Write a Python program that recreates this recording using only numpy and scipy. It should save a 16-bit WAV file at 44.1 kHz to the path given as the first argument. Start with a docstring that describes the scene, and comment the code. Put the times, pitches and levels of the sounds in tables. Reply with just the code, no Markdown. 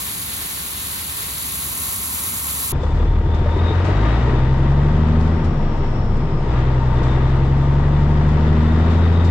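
"""A six-cylinder diesel truck, heard from the cab, lugs, pulls up, drops for a gear change and pulls again.
Exhaust pulses boom, combustion knocks ring the panels and valves clatter, over road rumble, a whine,
thin air whistles and small rattles. Before it comes a short opening scene: corn pours from a hopper
trailer through a steel grate in an unloading hall, over a machine drone. Then a hard cut to the cab."""
import sys
import numpy as np
from scipy import signal
from scipy.fft import rfft, irfft
from scipy.io import wavfile

SR = 44100
rng = np.random.default_rng(int(sys.argv[2]) if len(sys.argv) > 2 else 0)


def waveform_to_disk(signal):
    """Save audio, clipped to [-1, 1], as 16-bit WAV at the path in sys.argv[1]."""
    frames = np.transpose(np.atleast_2d(signal))
    scaled = np.clip(frames, -1, 1) * 32767
    samples = np.round(scaled).astype(np.int16)
    wavfile.write(sys.argv[1], SR, samples)


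N = 410130
T = np.arange(N) / SR
HZ = np.maximum(np.arange(N // 2 + 1) * SR / N, 1)
CUT_S = 2.718  # from the hall to the cab
LIFT_S, RESUME_S = 5.43, 6.46  # the throttle closes for the gear change and opens again

# Tone colours of the opening scene. Each row: frequency in Hz, level in dB.
DRONE_EQ = [(20, -32.5), (42, -13.5), (70, 2), (115, -7.5), (170, -7.5), (275, -12), (330, -17.5),
            (600, -26), (1500, -39.5)]  # machinery
HISS_EQ = [(3500, -26), (6000, -14), (7500, -4), (9000, -7), (10000, -0.5), (10600, -6.5), (11900, 0),
           (12700, -12.5), (15300, -5), (16000, -12)]  # bright sizzle of pouring corn, with fixed treble notches that are not its own
PATTER_EQ = [(200, -3.5), (400, -1.5), (560, -5.5), (800, -1), (3100, 0), (4000, 3.5), (5200, -5.5),
             (6500, -10), (10000, -39)]  # kernels on the grate
# Ringing steel. Each row: pitch in Hz, width in Hz, level in dB.
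BAR_MODES = [(992, 46, 2), (1098, 80, 5), (1280, 52, -1), (2080, 220, -7.5)]  # the grate bars
PING_MODES = [(3880, 390, -5), (4370, 260, -1.5)]  # kernels bouncing off
# Nearness to the corn. Each row: time in seconds, nearness from 0 (across the grate) to 1 (beside it).
NEARNESS = [(0, 0.34), (.4, .02), (1.15, 0.076), (1.85, 0.77), (2.7, 0.9)]

# Tone colours of the cab. Each row: frequency in Hz, level in dB.
AIR_EQ = [(2000, -9), (5000, 8.5), (6100, 0.5), (7500, -0.5), (9500, -15), (13000, -25.5)]  # rushing air
TRIM_EQ = [(1500, -15), (4000, 21.5), (7500, 14), (9000, 4.5), (11200, -5.5), (13000, -21.5)]  # ticking, fizzing trim
RUMBLE_EQ = [(12, -21), (23, 3), (45, -2), (65, -8.5), (90, 3), (118, -3.5), (140, 1.5), (175, -12),
             (225, -8), (280, -18), (500, -22.5), (1200, -94)]  # the floor
CLATTER_EQ = [(400, -12.5), (900, -1), (1220, 3), (1600, 1.5), (1930, -0.5), (2300, -5.5), (3100, -7.5),
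              (3700, -9.5), (4600, -18.5), (6500, -28.5), (12000, -58.5)]  # injectors and valves
KNOCK_EQ = [(100, -25), (220, -2.5), (310, -2.5), (450, -5), (600, -5.5), (800, -8), (1200, -11),
            (1700, -30.5), (4000, -75.5)]  # combustion
# Resonances in the cab. Each row: pitch in Hz, width in Hz, level in dB.
WHINE_MODES = [(914.5, 28, 0), (933, 36, -7)]  # a narrow whine
SLACK_MODES = [(100, 20, -1.5), (137, 28, -3.5), (207.6, 13, -6)]  # the slack drive train shaking the floor
PANEL_MODES = [(231, 16, 0.5), (328, 26, 3.5), (394.4, 10, 3.5), (457, 14, -1), (721, 31, -9.5),
               (945, 74, -10.5), (1202, 24, -6), (1885, 59, -17.5)]  # panels and air space
# Loose fittings knocking. Each row: start in seconds, level in dB, pitch in Hz.
FITTING_KNOCKS = [(2.834, -16, 507), (2.998, -22, 466), (3.416, -13.5, 392), (3.46, -14.5, 578),
                  (3.565, -11, 379), (3.708, -13, 427), (3.886, -16, 597), (4.276, -18, 450),
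                  (4.333, -9, 340)]
# Gear lever and trim ticking. Each row: start in seconds, level in dB, decay in seconds.
TRIM_TICKS = [(2.807, -58.5, 0.23), (3.344, -52, 0.017), (3.845, -50, 0.049), (5.203, -52, 0.027),
              (5.443, -47, 0.014), (5.768, -56, .015), (6.166, -52, 0.011), (7.03, -54.5, 0.069),
              (8.28, -55.5, .02), (8.9, -55, 0.088), (9.243, -49, 0.043)]
# Fader rides for the whine and the intake whistle. Each row: time in seconds, level in dB.
WHINE_LEVEL = [(2.72, -42), (3.18, -41), (3.55, -35.5), (3.92, -39), (4.8, -38.5), (5.47, -42.5),
               (6.4, -44.5), (6.48, -36), (7.05, -35.5), (7.2, -39), (8.3, -38.5), (9.3, -42)]
INTAKE_LEVEL = [(2.72, -54), (3.05, -49.5), (3.22, -63), (3.33, -46.5), (3.48, -50.5), (3.68, -41.5),
                (3.85, -55), (4.05, -47), (5.5, -64), (6.42, -63), (6.52, -52), (6.8, -64), (7.03, -46.5),
                (7.55, -59.5), (8.2, -56.5), (8.95, -47.5), (9.3, -47)]
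# Engine speed. Each row: time in seconds, firing rate in Hz.
FIRING_RATE = [(2.72, 35), (3.05, 37.95), (3.45, 39.57), (3.84, 44.18), (4.24, 61.2), (4.6, 67.2),
               (5.0, 76.05), (5.35, 80.57), (5.6, 73.8), (6.4, 57.08), (6.68, 64.22), (6.95, 62),
               (7.4, 67.1), (8.7, 78.32), (9.0, 82.54), (9.3, 85.63)]
# How hard the engine works. Each row: time in seconds, effort in dB over a steady pull.
EFFORT = [(2.72, -6), (3.05, -4), (3.2, -7), (3.6, 0.5), (4.08, 5.5), (4.5, -0.5), (5.22, -0.5), (5.55, -4),
          (6.38, -6), (6.55, 1), (6.8, -2.5), (7.08, 1.5), (7.5, -2), (8.92, 1.5), (9.3, 1)]
# How the cab booms with the exhaust. Each row: frequency in Hz, gain in dB.
CAB_BOOM = [(35, -28.5), (41, -30.5), (46, -34), (50, -20), (64, -21.5), (72, -19.5), (87, -15), (94, -15),
            (102, -19), (114, -23), (128, -17), (145, -15.5), (165, -22), (190, -28), (212, -26.5),
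            (234, -17), (258, -26)]
# The first three exhaust harmonics. Each entry: level in dB before the cab shapes it.
HARMONICS_DB = [2, -1.5, -2.5]
# Weak extra engine tones: some between the firing harmonics, plus the fourth to sixth harmonics.
# Each pair: multiple of the six-firing cycle, level in dB.
EXTRA_ORDERS = [3, 8, 11, 14, 15, 24, 30, 36]
EXTRA_DB = [-39.5, -34, -36, -42, -36.5, -39, -42, -43.5]


def undb(db):
    """Decibels to gain."""
    return 10 ** (np.asarray(db) / 20)


def curves(table):
    """The columns of a table, joined by straight lines in time."""
    s, *columns = np.transpose(table)
    return [np.interp(T, s, c) for c in columns]


def swell(peak_s, width_s):
    """A bell-shaped rise to 1 and back."""
    return np.exp(-((T - peak_s) / width_s) ** 2)


def unit(x):
    """Scale to rms 1."""
    return x / np.sqrt(np.mean(x ** 2))


def noise():
    """White noise."""
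    return rng.standard_normal(N)


def hail(per_s, spread_db):
    """A dense hail of tiny impacts of uneven strength."""
    return (rng.random(N) < per_s / SR) * noise() * undb(spread_db * noise())


def walk(rate):
    """Smooth random wandering with spread 1, up to about rate times a second."""
    return unit(irfft(rfft(noise()) * np.exp(-(HZ / rate) ** 2), N))


def colour(x, eq):
    """Shape x with an EQ curve that rolls off above its last point; rms 1."""
    hz, db = np.transpose(eq)
    gain = undb(np.interp(np.log(HZ), np.log(hz), db)) * np.minimum(hz[-1] / HZ, 1) ** 4
    return unit(irfft(rfft(x) * gain, N))


def ring(x, modes):
    """Excite resonances with x, rolling off from an octave above the highest; rms 1."""
    response = sum(undb(db) / (1 + 1j * (HZ ** 2 - hz ** 2) / (HZ * width)) for hz, width, db in modes)
    return unit(irfft(rfft(x) * response / (1 + (HZ / (2 * modes[-1][0])) ** 6), N))


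def stereo(pair, diffuse, left_db, left_lag_ms):
    """Place two signals: the first is direct sound, the second scatters and differs between the sides."""
    share = np.clip(diffuse, 0, 1)
    direct = np.sqrt(1 - share / 2) * rfft(pair[0])
    scattered = np.sqrt(share / 2) * rfft(pair[1])
    lag = np.exp(-1j * np.pi * HZ * left_lag_ms / 1000)
    left = irfft((direct + scattered) * lag, N) * undb(left_db / 2)
    right = irfft((direct - scattered) / lag, N) * undb(-left_db / 2)
    return np.array([left, right])


def lugging(hz):
    """How much the engine labours: 1 at 40 firings a second, less as the revs climb."""
    return (40 / hz) ** 2


def coasting(lift_fade_s, resume_fade_s, overlap_s=0):
    """1 while the throttle is closed, 0 under power; overlap_s widens the gap at both ends."""
    lifted = 1 + np.tanh((T - LIFT_S + overlap_s) / lift_fade_s / 2)
    not_resumed = 1 - np.tanh((T - RESUME_S - overlap_s) / resume_fade_s / 2)
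    return lifted * not_resumed / 4


def crank_locked(firings, repeat, steps_per_firing=400):
    """Impacts that recur every six firings, as no two cylinders are alike, mixed with free noise."""
    share = np.clip(repeat, 0, 1)
    cylinders = rng.standard_normal((6, steps_per_firing))
    orders = rfft((cylinders - cylinders.mean(axis=0)).ravel())
    cycle = irfft(orders / np.sqrt(np.abs(orders) + 1))  # no one order stands far out
    step = (firings * steps_per_firing).astype(int)
    pattern = cycle[step % len(cycle)] * (np.diff(step, prepend=0) > 0)
    return np.sqrt(share) * unit(pattern) + np.sqrt(1 - share) * noise()


def firing_gate(firings, depth, spread_db):
    """A gain that swells once a firing; each of the six cylinders has its own strength."""
    strength = undb(spread_db * rng.standard_normal(6))[firings.astype(int) % 6]
    return unit(1 + depth * strength * np.sin(np.pi * firings) ** 4)


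def machine_drone(near):
    """Machinery fills the hall with a low bed of noise."""
    hum = [colour(noise(), DRONE_EQ) for _ in range(2)]
    return stereo(hum, diffuse=0.05, left_db=-0.5, left_lag_ms=-0.32) * undb(-39 + 3.2 * near)


def corn(near):
    """Pouring corn sizzles brightly; kernels patter and ping on the grate and ring its bars."""
    hiss = [colour(hail(per_s=24000, spread_db=1.8), HISS_EQ) for _ in range(2)]
    patter = [colour(hail(per_s=9000, spread_db=2), PATTER_EQ) for _ in range(2)]
    bars = [ring(noise(), BAR_MODES) for _ in range(2)]
    pings = [ring(hail(per_s=560, spread_db=2), PING_MODES) for _ in range(2)]
    stream = stereo(hiss, diffuse=0.025, left_db=0, left_lag_ms=0.1787) * undb(-27.5 + 4.2 * near)
    stream += stereo(patter, 0.57 + HZ / 9000, left_db=0.5, left_lag_ms=-0.457) * undb(-33.5 - 1.6 * near)
    stream += stereo(bars, diffuse=0.7, left_db=4.5, left_lag_ms=-0.22) * undb(-44 + 7 * near ** 2)
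    stream += stereo(pings, diffuse=1, left_db=-2.5, left_lag_ms=0) * undb(-44)
    return stream * undb(0.51 * walk(rate=24))  # it falls in slight surges


def air_and_trim(effort_db, rise_db_per_s=0.2):
    """Air rushes around the cab and the trim fizzes; both grow as the truck gathers speed."""
    level_db = -61.5 + 0.58 * effort_db + rise_db_per_s * (T - RESUME_S)
    rush = [colour(noise(), AIR_EQ) for _ in range(2)]
    air = stereo(rush, diffuse=0.7, left_db=1.5, left_lag_ms=0.078)
    fizz = np.array([colour(hail(per_s=2500, spread_db=2), TRIM_EQ) for _ in range(2)])
    return air * undb(level_db + 8.5 + 0.9 * walk(rate=25)) + fizz * undb(level_db + 2 * walk(rate=20))


def rattles(knock_decay_s=0.0097, tick_attack_s=0.0015):
    """Loose fittings give short hollow knocks; lever and trim give dry, grainy ticks."""
    knocks, ticks = np.zeros(N), np.zeros(N)
    age = T[:SR // 4]
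    for s, db, hz in FITTING_KNOCKS:
        i = int(s * SR)
        knocks[i:i + len(age)] += undb(db - 3) * np.sin(2 * np.pi * hz * age) * np.exp(-age / knock_decay_s)
    for s, db, decay_s in TRIM_TICKS:
        i = int(s * SR)
        envelope = (1 - np.exp(-age / tick_attack_s)) * np.exp(-age / decay_s)
        ticks[i:i + len(age)] += undb(db + 7) * envelope[:N - i]
    grain = np.array([colour(hail(per_s=3000, spread_db=1.5), TRIM_EQ) for _ in range(2)])
    return np.outer(undb([2, -2]), knocks) + ticks * grain


def whistle(hz, width_hz):
    """A narrow, breathy band of noise that follows a pitch."""
    angle = 2 * np.pi * np.cumsum(hz) / SR
    band = [walk(width_hz) * np.cos(angle) + walk(width_hz) * np.sin(angle) for _ in range(2)]
    return stereo(band, diffuse=0.67, left_db=5, left_lag_ms=0.048)


def overrun_whistle(start_hz=5460, sag_hz=472):
    """Off the throttle a high air whistle swells briefly, then fades as it sags."""
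    progress = np.clip((T - LIFT_S) / (RESUME_S - LIFT_S), 0, 1.1)
    gate = coasting(lift_fade_s=0.08, resume_fade_s=0.07, overlap_s=0.11)
    level_db = -57 + 4 * swell(peak_s=6, width_s=0.08) - 2 * progress ** 4 + 0.6 * walk(rate=12)
    return whistle(start_hz - sag_hz * progress ** 3.6, width_hz=180) * gate * undb(level_db)


def intake_whistle(hz, effort_db, base_hz=3500):
    """Air whistles through the intake, going sharp with effort, when lugging and at top revs."""
    level_db, = curves(INTAKE_LEVEL)
    flutter_db = (0.77 + 2.6 * lugging(hz)) * walk(rate=16)  # the flow is unsteady at low revs
    top_revs = np.clip((hz - 77) / 5, 0, 1)
    pitch_hz = base_hz + 34 * effort_db + 164.4 * lugging(hz) + 108.4 * top_revs
    return whistle(pitch_hz, width_hz=160) * undb(level_db + flutter_db)


def gearbox(hz, effort_db, coast, pitch_hz=1906):
    """The gears sing while they carry load."""
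    level_db = -44.5 + 0.5 * effort_db - 6 * lugging(hz)
    return whistle(np.full(N, pitch_hz), width_hz=130) * (1 - coast) * undb(level_db)


def whine():
    """A narrow, wavering whine that recedes off the throttle and returns with it."""
    level_db, = curves(WHINE_LEVEL)
    angle = 2 * np.pi * np.cumsum(WHINE_MODES[0][0] + 5 * walk(rate=15.3)) / SR
    tone = np.sqrt(2) * np.sin(angle) * undb(-2 + 1.4 * walk(rate=27))
    breath, scattered = (ring(noise(), WHINE_MODES) for _ in range(2))
    direct = tone + breath * undb(-1.5)
    return stereo([direct, scattered], diffuse=0.2, left_db=4.5, left_lag_ms=0.069) * undb(level_db)


def floor_rumble(firings, hz, coast, lurch_hz=84.9):
    """The floor rumbles; as the throttle closes the cab lurches and the slack drive train shakes."""
    shaking = crank_locked(firings, repeat=0.75 - 0.16 * lugging(hz) - 0.42 * coast)
    level_db = -27.5 + 4.5 * lugging(hz) + 1.9 * coast + 0.7 * walk(rate=2.1)
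    slack = coast * ring(noise(), SLACK_MODES) * undb(-25.5)
    lurch = np.sin(2 * np.pi * lurch_hz * T) * swell(peak_s=5.45, width_s=0.095) * undb(-18.5)
    return colour(shaking, RUMBLE_EQ) * undb(level_db) + slack + lurch


def crank_throb(firings, hz, coast, start_s=4.2, rise_s=0.13):
    """Once the truck has pulled away, the crankshaft throbs once a turn, every three firings."""
    fade = np.clip((T - start_s) / rise_s, 0, 1) / (1 + (hz / 81) ** 24)  # fades at top revs
    return np.sin(2 * np.pi * firings / 3) * fade * undb(-20 + 3 * coast + 1.3 * walk(rate=6.7))


def valve_clatter(firings, hz, effort_db):
    """Injectors and valves clatter brightly, louder with effort."""
    gate = firing_gate(firings, depth=0.18 * lugging(hz), spread_db=1)
    taps = [colour(crank_locked(firings, repeat=0.087) * gate, CLATTER_EQ) for _ in range(2)]
    clatter = stereo(taps, diffuse=0.12 + HZ / 8000, left_db=7, left_lag_ms=0.044)
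    return clatter * undb(-37 + 1.03 * effort_db + 0.5 * walk(rate=19))


def combustion_knock(firings, hz, effort_db, coast):
    """Combustion knocks and rings the cab panels; at low revs single firings stand apart and chug."""
    level_db = -27.5 + 0.62 * effort_db + coast - 1.8 * lugging(hz)
    gate = firing_gate(firings, depth=0.78 * lugging(hz), spread_db=3)
    blows = [colour(crank_locked(firings, repeat=0.55) * gate, KNOCK_EQ) for _ in range(2)]
    ringing = [ring(crank_locked(firings, repeat=0.4) * gate, PANEL_MODES) for _ in range(2)]
    knock = stereo(blows, diffuse=(HZ / 1500) ** 2, left_db=5, left_lag_ms=0.038)
    panels = stereo(ringing, diffuse=(HZ / 1600) ** 2, left_db=2.5, left_lag_ms=0.054)
    return knock * undb(level_db - 1) + panels * undb(level_db - 3 + 1.7 * walk(rate=8.7))


def exhaust_boom(firings, hz, effort_db, coast, coast_drop_db=9):
    """Exhaust pulses boom in the cab, sharper at high revs; weak extra engine tones fill them out."""
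    angle = 2 * np.pi * firings
    shudder_db = 14 * swell(peak_s=3.11, width_s=0.26)  # the cab shudders once while the engine lugs
    rides_db = shudder_db + 0.5 * effort_db, 0, -11 * lugging(hz) - 3 * coast  # one per harmonic
    tones = np.zeros(N)
    for k, (db, ride_db) in enumerate(zip(HARMONICS_DB, rides_db), 1):
        cab_db = np.interp(k * hz, *np.transpose(CAB_BOOM))
        waver_db = (0.52 + 2.3 * coast) * walk(rate=13)
        tones -= np.cos(k * angle) * undb(db + cab_db + ride_db + waver_db)
    for order, db in zip(EXTRA_ORDERS, EXTRA_DB):
        tones += np.sin(order * angle / 6 + 2 * np.pi * rng.random()) * undb(db + walk(rate=1.9))
    return np.sqrt(2) * tones * undb(-coast_drop_db * coast)


def truck():
    """The cab mix: boom, knock and clatter ride on one crankshaft, over air, whistles and rattles."""
    hz, = curves(FIRING_RATE)
    effort_db, = curves(EFFORT)
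    coast = coasting(lift_fade_s=0.062, resume_fade_s=0.02)
    firings = np.cumsum(hz * (1 + 0.003 * walk(rate=15))) / SR  # running count
    bed = air_and_trim(effort_db) + rattles()
    singing = overrun_whistle() + intake_whistle(hz, effort_db) + gearbox(hz, effort_db, coast) + whine()
    lows = floor_rumble(firings, hz, coast) + crank_throb(firings, hz, coast)
    lows += exhaust_boom(firings, hz, effort_db, coast)
    bite = valve_clatter(firings, hz, effort_db) + combustion_knock(firings, hz, effort_db, coast)
    return bed + singing + np.outer(undb([0.65, -0.65]), lows) + bite


def scene():
    """The unloading hall, then all at once the cab."""
    near, = curves(NEARNESS)
    hall = machine_drone(near) + corn(near)
    in_cab = np.clip((T - CUT_S) / 0.0055, 0, 1)
    return hall * (1 - in_cab) + truck() * in_cab


def record(dry, ceiling=0.6, top_hz=15800):
    """Soft clipping rounds the loudest peaks and a steep low-pass cuts the top."""
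    rounded = dry / (1 + (dry / ceiling) ** 4) ** (1 / 4)
    return signal.sosfilt(signal.ellip(10, 0.1, 80, top_hz, fs=SR, output="sos"), rounded)


dry = scene()
out = record(dry)
waveform_to_disk(out)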